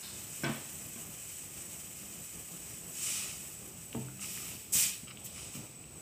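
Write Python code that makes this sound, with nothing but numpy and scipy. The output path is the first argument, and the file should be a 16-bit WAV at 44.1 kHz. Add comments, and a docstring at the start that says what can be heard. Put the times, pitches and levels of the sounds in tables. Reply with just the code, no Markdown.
"""A small kitchen, close to a metal wok where broth with green beans simmers over a hissing gas burner.
Tiny bubbles fizz along the rim, a few bigger ones pop, and flame and broth rumble underneath.
After a soft swish, something is set down nearby with a rattling clunk. Then a wooden spatula scrapes
and bumps the wok, and each wave of broth that washes up the hot dry wall flashes into a sizzle."""
import sys
import numpy as np
from scipy import signal
from scipy.fft import rfft, irfft, next_fast_len
from scipy.io import wavfile
from scipy.ndimage import map_coordinates

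SR = 44100
rng = np.random.default_rng(int(sys.argv[2]) if len(sys.argv) > 2 else 0)


def to_wav(s):
    """Save 16-bit WAV."""
    ch = np.atleast_2d(s).T  # columns
    pcm = np.round(np.clip(ch, -1, 1) * 32767)  # PCM
    wavfile.write(sys.argv[1], SR, pcm.astype(np.int16))


N = 265036

# Waves of broth on the hot wall. Each row: start, climb, stay and dry-off t60 in seconds, spray level
# in dB, spit and mist sends in dB from the spray, rim fizz lost to cooling in dB (negative is a lift).
WAVES = [(2.895, 0.18, 0.097, 0.91, -34.5, -9.5, -17, 4.5), (4.193, 0.02, 0.018, .4, -41.5, -7.5, -20, 5),
         (4.21, .11, 0.18, 1.05, -44.5, -7.5, -1.5, 2), (4.721, 0.012, 0.091, 0.43, -26, -9.5, -7, -0.5),
         (5.236, 0.015, .008, 0.17, -44.5, -5, 1, 4), (5.29, 0.086, 0.046, 1.28, -46.5, -7, -21, -13),
         (5.519, 0.032, 0.0097, 0.22, -49.5, -11, -1, 3)]
# EQ curves for fine spray, coarse spitting, the finest droplets and the foam at the rim.
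# Each row: frequency in Hz, relative level in dB.
SPRAY_EQ = [(2500, -22), (4500, -15.5), (5800, -3), (7000, 0), (7900, 5), (9000, -2), (11500, -12),
            (15500, -10)]
SPIT_EQ = [(300, -18.5), (900, -18.5), (1280, -17), (1700, -14), (2050, -8), (2500, 2.5), (3100, -1),
           (3900, -6), (5500, -3.5), (9000, -32)]
MIST_EQ = [(7000, -42), (10000, 0), (12000, -2), (13500, 6), (15500, -3.5)]
FIZZ_EQ = [(880, -25.5), (1500, -16), (1930, -17), (2520, -8.5), (3120, -11), (3720, -17.5), (4660, -17),
           (5450, -13), (5950, -9.5), (6690, -7.5), (8050, -1), (9890, -12.5), (11400, -16), (13500, -9.5),
           (15500, -14.5)]
# Spatula hits on the wok; then the thing set down, which touches, lands, rocks back and gets a nudge.
# Each row: start in seconds, relative level in dB, hardness as a low-pass corner in Hz.
SPATULA_HITS = [(3.948, -28.5, 1040), (4.752, -27.5, 104), (5.03, -34, 130), (5.55, -38, 229)]
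CLUNK_HITS = [(.4345, -31, 2430), (.4415, -29.5, 8000), (.492, -26.5, 336), (.96, -47, 3200)]
# The ring of the wok and of the thing set down, each with a low thump near 230 Hz, probably from the
# room or table. Each row: frequency in Hz, relative level in dB, t60 in seconds.
BUMP_MODES = [(131.4, -9, 1), (198.5, -7, 1.13), (227, 6.5, 0.1), (299, -6.5, 0.44), (359, -9, 0.17),
              (433, -6, 0.13), (647, -8.5, 0.087), (790, -18, 0.28), (881, -15.5, 0.27), (1220, -23, .08),
              (3170, -6, .04)]
CLUNK_MODES = [(142.5, -8, 0.68), (230, 6, 0.14), (346.6, -0.5, 0.096), (616, -5, 0.11), (685, -14, 0.4),
               (862, -22, 0.43), (1026, -8, 0.23), (1110, -11.5, 0.32), (1390, -33, .2), (1518, -5, 0.22),
               (1577, -5, 0.14), (2040, -19, 0.25), (2326, 1, 0.071), (2600, -12, .35), (3050, -16, 0.36),
               (3380, -14, 0.24), (4060, -8, .08), (5440, 8, 0.019), (5900, 2, 0.015)]
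# Wood dragging over metal. Each row: start in seconds, length in seconds, level in dB.
SCRAPE_STROKES = [(2.954, 0.46, -54), (4.177, 0.1, -52), (4.27, 0.33, -56.5), (5.065, 0.073, -51.5),
                  (5.338, 0.09, -54.5), (5.53, 0.056, -52)]
# Resonances of the wall under the blade, the soft swish and the gas jet's whistle.
# Each row: centre in Hz, width in Hz, relative level in dB.
WALL_PEAKS = [(1260, 270, -7.5), (2300, 600, -7.5), (2740, 150, -8), (2970, 160, -5), (3870, 300, -14),
              (5170, 700, -12)]
SWISH_PEAKS = [(1400, 2200, -9.5), (3000, 180, -5), (3640, 300, -1), (4160, 400, -1), (5160, 800, -2)]
WHISTLE_PEAKS = [(7960, 110, 8), (8260, 170, 0)]
# Single bubbles bursting. Each row: start in seconds, relative level in dB, pitch in Hz, t60 in seconds.
BUBBLE_POPS = [(3.9294, -32, 2800, 0.0031), (4.085, -48.5, 1400, 0.0093), (4.376, -33.5, 1840, 0.0029),
               (5.081, -54, 3130, 0.03), (5.173, -33, 3000, 0.003), (5.841, -45, 2690, 0.0045)]
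# EQ curves for the gas hiss and the flame's rumble. Each row: frequency in Hz, relative level in dB.
JET_EQ = [(600, -13), (1800, -3), (2480, 7.5), (3000, 0), (4200, -3), (7000, 0.5), (8200, 8), (10500, -33),
          (13500, -30), (15500, 4)]
FLAME_EQ = [(20, -34), (40, -10), (60, -4), (120, -1), (190, -1.5), (260, -8.5), (350, -7.5), (450, -12),
            (650, -13.5), (1000, -20), (1250, -19), (2000, -34), (3000, -35)]
# The kitchen's reverb. Each row: frequency in Hz, t60 in seconds.
KITCHEN_DECAY = [(150, 0.11), (400, 0.66), (1500, 0.5), (5000, 1), (14000, 0.13)]


def sizzle(sag_db_per_s=7.5, spit_lag_s=0.024):
    """Each wave climbs the hot wall, thins and dries off, boiling into spray, mist and coarse spit."""
    spit, spray, mist = np.zeros((3, N))
    t = np.arange(N) / SR
    growth = 1 - np.exp(-1 / (spit_lag_s * SR))  # big bubbles take time to grow, so the spit comes late
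    for start, climb, stay, t60, spray_db, spit_db, mist_db, _ in WAVES:
        top = start + climb
        thinning_db = sag_db_per_s * np.clip(t - top, 0, stay)
        drying_db = 60 * np.maximum(t - top - stay, 0) / t60
        boiling = ramp(start, climb) * amp(spray_db - thinning_db - drying_db)
        spray += boiling
        mist += amp(mist_db) * boiling
        spit += amp(spit_db) * signal.lfilter([growth], [1, growth - 1], boiling)
    coarse = spit * crackle(SPIT_EQ, per_s=1800, spread_db=2, steam_db=1.5)
    fine = spray * amp(-1.4) * crackle(SPRAY_EQ, per_s=4600, spread_db=-0.5, steam_db=10.5)
    finest = mist * amp(-1.5 + 0.7 * wobble(35)) * crackle(MIST_EQ, per_s=5600, spread_db=8, steam_db=0)
    return (coarse + fine + finest) * amp(0.65 * wobble(60))


def simmer(settle_db_per_s=0.34, cooling_s=0.47, reheat_s=2.4):
    """Foam fizzes and flurries at the rim; most waves leave it cooler and quieter, two lift it."""
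    t = np.arange(N) / SR
    level_db = -46.5 - settle_db_per_s * t
    for start, climb, stay, t60, *_, lost_db in WAVES:
        drained = start + climb + stay + 0.32 * t60  # about a third into the dry-off
        chill = ramp(drained, cooling_s) * np.exp(-np.maximum(t - drained - cooling_s, 0) / reheat_s)
        level_db -= lost_db * chill
    flicker = amp(0.04 + wobble(15) + 1.07 * wobble(70))
    fizz = flicker * crackle(FIZZ_EQ, per_s=2500, spread_db=-1.5, steam_db=1.5)
    flurries = amp(-10.5 + 2.6 * wobble(20)) * crackle(MIST_EQ, per_s=700, spread_db=5, steam_db=-6)
    return amp(level_db) * (fizz + flurries)


def spatula_bumps():
    """Wood knocks and chatters against the full wok, setting off a ring and a low thump."""
    hits = rebounds(SPATULA_HITS, gap_s=0.024, loss_db=1.5, softening=0.69)
    return strikes(hits, BUMP_MODES, crack_db=0.5, crack_t60=0.04, crack_hz=4000)


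def spatula_scrapes(slips_per_s=900):
    """The blade catches and slips, ringing the wall under each stroke."""
    pressure = np.zeros(N)
    for start, length, db in SCRAPE_STROKES:
        add(pressure, start, amp(db) * signal.windows.tukey(round(length * SR), 0.6))
    slips = rng.standard_normal(N) * (rng.random(N) < slips_per_s / SR)
    return pressure * resonate(slips, WALL_PEAKS)


def clunk():
    """Something is set down and rattles, with a ring and a low thump at each contact."""
    hits = rebounds(CLUNK_HITS, gap_s=0.022, loss_db=2.5, softening=0.35)
    return strikes(hits, CLUNK_MODES, crack_db=-3, crack_t60=0.51, crack_hz=3350)


def pops():
    """Each bursting bubble rings as a tiny sine blip."""
    track, t = np.zeros(N), np.arange(SR // 20) / SR
    attack = 1 - np.exp(-t / 0.00038)
    for start, db, hz, t60 in BUBBLE_POPS:
        add(track, start, attack * amp(db + 9.5 - 60 * t / t60) * np.sin(2 * np.pi * hz * t))
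    return track


def swish(start=0.025, level_db=-48, t60=1.0):
    """A soft swish of noise comes in quickly and fades."""
    t = np.maximum(np.arange(N) / SR - start, 0)
    envelope = amp(level_db - 60 * t / t60) * (1 - np.exp(-t / 0.0047))
    return envelope * resonate(rng.standard_normal(N), SWISH_PEAKS)


def burner():
    """The gas jet hisses, with a whistle in two narrow bands that wavers in level."""
    whistle = resonate(rng.standard_normal(N), WHISTLE_PEAKS) * amp(-54.5 + 0.3 * wobble(10))
    hiss = amp(-56) * equalise(rng.standard_normal(N), JET_EQ)
    return whistle + hiss


def rumble():
    """Flame and rolling broth lay down a low, lumpy bed."""
    return amp(-54 + 1.8 * wobble(15)) * equalise(rng.standard_normal(N), FLAME_EQ)


def bowl(x, t60, echo_db):
    """Sound bounces around the metal bowl and picks up a fine comb colour."""
    t = np.arange(SR // 10) / SR
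    echoes = lowpass(rng.standard_normal(len(t)) * amp(-60 * t / t60), corner_hz=8600)
    response = (t == 0) + amp(echo_db) * echoes / np.linalg.norm(echoes)
    return signal.fftconvolve(x, response / np.linalg.norm(response))[:N]


def kitchen(x, wet_db):
    """Adds reverb off hard walls; the lows and the very top die first."""
    hz, t, noise = signal.stft(rng.standard_normal(SR // 2), SR, nperseg=256)
    decay = amp(-60 * t / curve_at(KITCHEN_DECAY, hz)[:, None])
    tail = signal.istft(noise * decay, SR, nperseg=256)[1]
    response = np.pad(tail, (SR // 200, 0)) / np.linalg.norm(tail)  # 5 ms pre-delay
    return x + amp(wet_db) * signal.fftconvolve(x, response)[:N]


def crackle(eq, per_s, spread_db, steam_db):
    """Tiny bubbles of uneven size burst at random over a smooth hiss of steam."""
    sizes = amp(spread_db * np.minimum(rng.standard_normal(N), 2)) * rng.choice([-1, 1], N)
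    bursts = unit_rms(sizes * (rng.random(N) < per_s / SR))
    return equalise(bursts + amp(steam_db) * rng.standard_normal(N), eq)


def rebounds(hits, gap_s, loss_db, softening):
    """Each hit lands twice, the bounce weaker and duller."""
    return [(start + k * gap_s, db - k * loss_db, corner_hz * softening ** k)
            for start, db, corner_hz in hits for k in range(2)]


def strikes(hits, modes, crack_db, crack_t60, crack_hz):
    """Each hit rings the modes in a fresh balance over a crack of noise; soft hits lack treble."""
    track, t = np.zeros(N), np.arange(SR * 3 // 4) / SR
    hz, mode_db, t60 = np.transpose(modes)[:, :, None]
    crack_band = signal.butter(3, [130, crack_hz], "band", fs=SR, output="sos")
    attack = 1 - np.exp(-t / 0.00047)
    for start, db, corner_hz in hits:
        detune, phase, scatter_db = rng.standard_normal((3, len(modes), 1))
        partials = np.sin(2 * np.pi * (hz * (1 + 0.0104 * detune) * t + phase))
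        ring = amp(mode_db + scatter_db - 60 * t / t60) * partials
        noise = signal.sosfilt(crack_band, rng.standard_normal(len(t)))
        crack = amp(crack_db - 60 * t / crack_t60) * noise
        add(track, start, amp(db) * lowpass(attack * (ring.sum(0) / 2 + crack), corner_hz))
    return track


def amp(db):
    """Decibels to gain."""
    return 10 ** (np.asarray(db) / 20)


def unit_rms(x):
    """Normalises x to rms 1."""
    return x / np.sqrt(np.mean(x ** 2) + 1e-20)


def curve_at(points, hz):
    """Reads (Hz, value) points on a log frequency axis."""
    knots_hz, values = np.transpose(points)
    return np.interp(np.log(hz + 1), np.log(knots_hz + 1), values)


def wobble(per_s):
    """A smooth random modulator with per_s knots a second."""
    return map_coordinates(rng.standard_normal(int(N * per_s / SR) + 4), [np.arange(N) * per_s / SR])


def ramp(start, length):
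    """Fades from 0 to 1 over length seconds after start."""
    return np.clip((np.arange(N) / SR - start) / max(length, 1 / SR), 0, 1)


def add(track, start, sound):
    """Mixes a sound into the track at start seconds."""
    part = track[round(start * SR):][:len(sound)]
    part += sound[:len(part)]


def filtered(x, gain_at):
    """Applies a gain that depends on frequency."""
    size = next_fast_len(len(x) + SR // 4)
    return irfft(rfft(x, size) * gain_at(np.fft.rfftfreq(size, 1 / SR)), size)[:len(x)]


def equalise(x, eq):
    """x through an EQ curve, at rms 1."""
    return unit_rms(filtered(x, lambda hz: amp(curve_at(eq, hz))))


def resonate(x, peaks):
    """x through a bank of resonant peaks, at rms 1."""
    def gain_at(hz):
        return sum(amp(db) / (1 + ((hz - centre) / (width / 2)) ** 2) for centre, width, db in peaks)
    return unit_rms(filtered(x, gain_at))


def lowpass(x, corner_hz):
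    """Rolls off the treble at 12 dB per octave."""
    return signal.lfilter(*signal.butter(2, min(corner_hz, SR / 3), fs=SR), x)


def scene():
    """A mono mix: the broth sits close in its bowl; knocks and pops get the kitchen reverb."""
    knocks = kitchen(clunk(), wet_db=-9) + kitchen(spatula_bumps(), wet_db=-9)
    broth = bowl(simmer() + sizzle(), t60=0.1, echo_db=-10.5)
    bed = burner() + rumble()
    mono = broth + knocks + bed + kitchen(pops(), wet_db=-4.5) + swish() + spatula_scrapes()
    return np.array([mono, mono])


def record(dry, low_cut_hz=48, top_hz=15520):
    """Master EQ: a low cut sheds the deep bass and a brick wall takes off the very top."""
    thinned = signal.lfilter(*signal.butter(4, low_cut_hz, "high", fs=SR), dry)
    return np.array([filtered(channel, lambda hz: hz < top_hz) for channel in thinned])


dry = scene()
out = record(dry)
to_wav(out)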